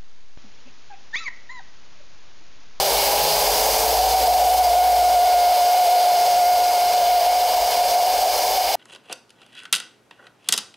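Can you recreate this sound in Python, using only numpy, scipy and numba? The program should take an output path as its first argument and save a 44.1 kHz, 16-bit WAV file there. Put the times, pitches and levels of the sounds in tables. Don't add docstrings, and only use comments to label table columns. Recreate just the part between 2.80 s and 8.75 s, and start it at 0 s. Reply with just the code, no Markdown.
import sys
import numpy as np
from scipy import signal
from scipy.fft import rfft, irfft
from scipy.io import wavfile
from scipy.ndimage import uniform_filter1d
from numba import njit

SR = 44100
rng = np.random.default_rng(int(sys.argv[2]) if len(sys.argv) > 2 else 0)


def nominal_scale(level):
    x = np.asarray(level, float) / 20
    return 10 ** x


def store_pcm(level_fs):
    pcm = np.round(np.clip(level_fs, -1, 1) * 32767).astype(np.int16)
    wavfile.write(sys.argv[1], SR, np.atleast_2d(pcm).T)


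N = 262615

# t/s, whistle level over hiss/dB, whistle f/Hz, looseness of lock/1, flow level/dB
AIR_SUPPLY = [(0.0, -3, 787.0, .55, 5.5), (0.2, -18, 775.0, 0.72, 9), (0.8, -1, 755.0, 0.9, 8.5),
              (1.15, 5, 733, 0.99, 5.5), (1.3, 9, 745, 0.53, 6), (1.55, 13.5, 731.0, 0.54, 6.5),
              (1.9, 14.5, 722.0, 0.44, 8), (2.05, 14.5, 721, 0.24, 8), (2.5, 13.5, 721.0, 0.16, 10),
              (2.75, 11, 716.0, .3, 10), (3.15, 12.5, 720.0, 0.14, 11), (3.45, 9.5, 716.0, 0.35, 10),
              (3.7, 13.5, 720.0, 0, 9.5), (3.95, 9.5, 714, 0.08, 7), (4.3, 10.5, 718.0, 0.29, 9),
              (4.85, 7, 719.0, 0.56, 6), (5.25, 9, 727.5, 0.58, 7), (5.95, 2.5, 750.0, 0.88, 3)]
# t/s, shaft f/Hz, impeller load level/dB
SHAFT_SPIN = [(0.0, 49.1, 3.5), (0.5, 51.92, 3.5), (0.75, 53.1, 4.5), (1.0, 55.5, 6), (1.5, 56.81, 6),
              (1.8, 57.09, 4), (2.25, 55.71, 2.5), (2.75, 53.15, -0.5), (3.25, 49.6, -2.5),
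              (3.75, 49.6, -0.5), (4.25, 50.64, -2), (5.0, 51.3, -2), (5.5, 50.72, -1), (5.95, 50.39, -2.5)]
# f/Hz, density level/dB
JET_SPECTRUM = [(650, -30), (1100, -12), (1900, -8.5), (2600, -7), (3800, -6.5), (5000, -4), (7200, -8.5),
                (8700, -11.5), (13000, -9.5), (16000, -30)]
# f/Hz, width/Hz, level/dB
CASING_MODES = [(1142, 30, -11), (1640, 180, -8.5), (2190, 69, -1), (2380, 150, -6), (2994, 380, -4),
                (3557, 110, -2.5), (3950, 70, -6), (4140, 103, -1), (4320, 160, -5.5), (4770, 315, 1.5),
                (5065, 85, 2), (5250, 250, -11), (5540, 290, -3.5), (6290, 380, -5.5), (6640, 130, -7),
                (7670, 190, -6.5), (8310, 110, -8.5), (8400, 94, -9), (9370, 380, -6.5), (10400, 250, -9.5),
                (10450, 150, -12), (10960, 300, -8.5), (11380, 220, -5.5), (12150, 200, -14),
                (12900, 530, -4.5), (13580, 180, -9), (13760, 250, -4.5), (14950, 330, -8.5),
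                (15400, 400, -5.5)]
# f/Hz, density level/dB
ROAR_SPECTRUM = [(300, -36), (370, -30.5), (460, -5.5), (600, 1), (780, -2), (950, -4), (1150, -16),
                 (1800, -26.5)]
# f/Hz, density level/dB
WINDAGE_SPECTRUM = [(32, -27), (46, 14), (62, 2), (80, -7), (120, -9), (200, -7.5), (350, 1), (480, 1),
                    (700, -35)]
# t/s, depth/dB, length/ms
LOCK_SLIPS = [(1.334, 6, 4.5), (1.401, 5, 15), (1.467, 6, 6.5), (1.699, 4, 3.9), (1.77, 7, 26),
              (1.835, 6, 7), (1.897, 6.5, 15), (1.949, 6, 5.3), (3.406, 3, 5.5), (3.928, 7.5, 9.4),
              (4.13, 5, 11.4), (4.404, 17, 4.8), (4.731, 18, 5.6), (4.815, 6, 8.1), (4.91, 4, 26),
              (4.944, 10, 7.2), (4.968, 9, 6.5), (5.087, 4, 5.8), (5.111, 12, 7.5), (5.26, 3, 3.5),
              (5.287, 3, 6.4), (5.331, 5, 16.3), (5.381, 5, 6.7), (5.468, 3, 5.8), (5.526, 7, 18),
              (5.6, 3.5, 58), (5.691, 0, 17), (5.758, 6, 4), (5.836, 9, 6)]
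# t/s, half length/s, level over hiss/dB
BEARING_BUZZES = [
    (0.05, 0.17, -25),
    (0.518, 0.186, -20.5),
    (2.85, 0.26, -37),
    (3.5, 0.32, -27.5),
    (4.25, 0.21, -30.5),
    (5.101, .25, -35),
]
HISS_DB = -24


def level(x, db):
    rms = np.sqrt(np.mean(np.abs(x) ** 2))
    return x * nominal_scale(db) / rms


def columns(table):
    s, *rest = np.transpose(table)
    t = np.arange(N) / SR
    return [np.interp(t, s, c) for c in rest]


def walk(rate):
    hold = int(SR / rate)
    x = np.repeat(rng.standard_normal(N // hold + 1), hold)
    x = uniform_filter1d(uniform_filter1d(x, hold), hold)[:N]
    return x / x.std()


def slopes(points):
    f, db = np.transpose(points)
    return lambda hz: nominal_scale(np.interp(np.log(hz), np.log(f), db, left=-90))


def rings(modes):
    def gain(hz):
        return np.sqrt(sum(nominal_scale(2 * db) / (1 + (1.38 * (hz - f) / width) ** 2) ** 2
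                           for f, width, db in modes))
    return gain


def turbulence(gain, shared_db, own_db):
    hz = np.arange(N // 2 + 1) * SR / N + 1
    colour = rfft(rng.standard_normal(N)) * gain(hz)
    shared = walk(12) + 2.0 * walk(60)
    out = 0
    for octave in np.arange(4, 15, .5):
        window = np.clip(1 - 2 * np.abs(np.log2(hz) - octave), 0, 1)
        band = irfft(colour * window, N)
        out = out + band * nominal_scale(shared_db * shared + own_db * walk(9))
    return out


def rotor():
    t = np.arange(N) / SR
    shaft_hz, load_db = columns(SHAFT_SPIN)
    bench_detuning = (shaft_hz - 56.8) / 1.7
    shake = nominal_scale(-8.5) / (1 + bench_detuning ** 2) + nominal_scale(-11) * np.exp(-t / 0.1)
    buzz_floor_db = -46.5
    buzz = nominal_scale(buzz_floor_db) + sum(nominal_scale(db) * np.exp(-((t - s) / half) ** 2)
                                    for s, half, db in BEARING_BUZZES)
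    blade = nominal_scale(-17 + 1.46 * load_db)
    spin_up_ends_s, fade_s = 1.45, 0.096
    stator = nominal_scale(-9) / (1 + np.exp((t - spin_up_ends_s) / fade_s))
    turn = 2 * np.pi * np.cumsum(shaft_hz) / SR
    lines = 0
    for order, size in zip((1, 3, 8, 16), (shake, buzz, blade, stator)):
        flutter = nominal_scale(HISS_DB + (-0.3 + 0.2 * order) * walk(7.4))
        sine = np.sin(order * turn + 0.038 * order * walk(22))
        lines = lines + np.sqrt(2) * size * flutter * sine
    windage = level(turbulence(slopes(WINDAGE_SPECTRUM), .3, 0.35), -42)
    return lines + nominal_scale(load_db) * windage


def jets():
    load_db = columns(SHAFT_SPIN)[1]
    nozzles = level(turbulence(slopes(JET_SPECTRUM), 0.12, 1.0), -28.5)
    casing = level(turbulence(rings(CASING_MODES), 0.13, 1.0), -24.5)
    hiss = nominal_scale(0.49 * load_db) * nozzles + casing
    treble = signal.butter(1, 8000, "high", fs=SR, output="sos")
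    fine = signal.sosfiltfilt(treble, hiss)
    hiss = hiss + (nominal_scale(-2.26 + 0.71 * load_db) - 1) * fine
    roar = level(turbulence(slopes(ROAR_SPECTRUM), 0.36, 0.32), -23.5)
    return hiss + nominal_scale(0.44 * load_db) * roar


def whistle(over_db, hz, loose):
    width_hz, wobble_hz = 5.03, 38.5
    t = np.arange(N) / SR
    spread = np.sqrt(2 * np.pi * width_hz * (1 + 6 * loose ** 2) / SR)
    drift = np.cumsum(rng.standard_normal(N) * spread)
    drift = uniform_filter1d(uniform_filter1d(drift, size=100), size=100)
    phase = 2 * np.pi * np.cumsum(hz) / SR + drift
    pole = np.exp(-2 * np.pi * wobble_hz / SR)
    noise = rng.standard_normal(N) + 1j * rng.standard_normal(N)
    eddies = level(signal.lfilter([1], np.poly([pole, pole]), noise), 0)
    loose = np.clip(0.72 * loose, 0, 1)
    slip_db = sum(1.15 * db * np.exp(-(1300 * (t - s) / ms) ** 2) for s, db, ms in LOCK_SLIPS)
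    z = (np.sqrt(1 - loose ** 2) + loose * eddies) * np.exp(1j * phase) * nominal_scale(-slip_db)
    firm = nominal_scale(0.22 * (over_db - 18.5) + 3.0 - 13.3 * loose)
    second = nominal_scale(-27.5) * z ** 2
    third = nominal_scale(-22.5) * z ** 3 / (np.abs(z) + .1)
    tone = z + firm * (second + third)
    return np.sqrt(2) * tone.real * nominal_scale(HISS_DB + over_db)


def scene():
    over_db, hz, loose, flow_db = columns(AIR_SUPPLY)
    spin, air = rotor(), jets()
    loose = np.clip(loose + 0.083 * walk(12), 0, 1)
    tone = whistle(over_db + 0.4 * walk(25.1), hz + 3.212 * walk(45), loose)
    return np.tile((air + tone + spin) * nominal_scale(flow_db), (2, 1))


@njit
def ride(x, attack, release):
    e, out = .1, np.empty(len(x))
    for i in range(len(x)):
        e += (abs(x[i]) - e) * (attack if abs(x[i]) > e else release)
        out[i] = e
    return out


def roll_off(x):
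    return signal.sosfilt(signal.butter(12, 17090, fs=SR, output="sos"), x)


def record(dry):
    attack_s, release_s = 0.0018, 0.02
    target_db, ratio, ceiling = -18, 3.37, 0.51
    e = ride(dry[0], 1 / (attack_s * SR), 1 / (release_s * SR))
    held = dry * (nominal_scale(target_db) / e) ** (1 - 1 / ratio)
    held = ceiling * np.tanh(held / ceiling)
    top_cut = signal.ellip(12, .3, 70, 15730, fs=SR, output="sos")
    return roll_off(signal.sosfilt(top_cut, held))


dry = scene()
out = record(dry)
store_pcm(out)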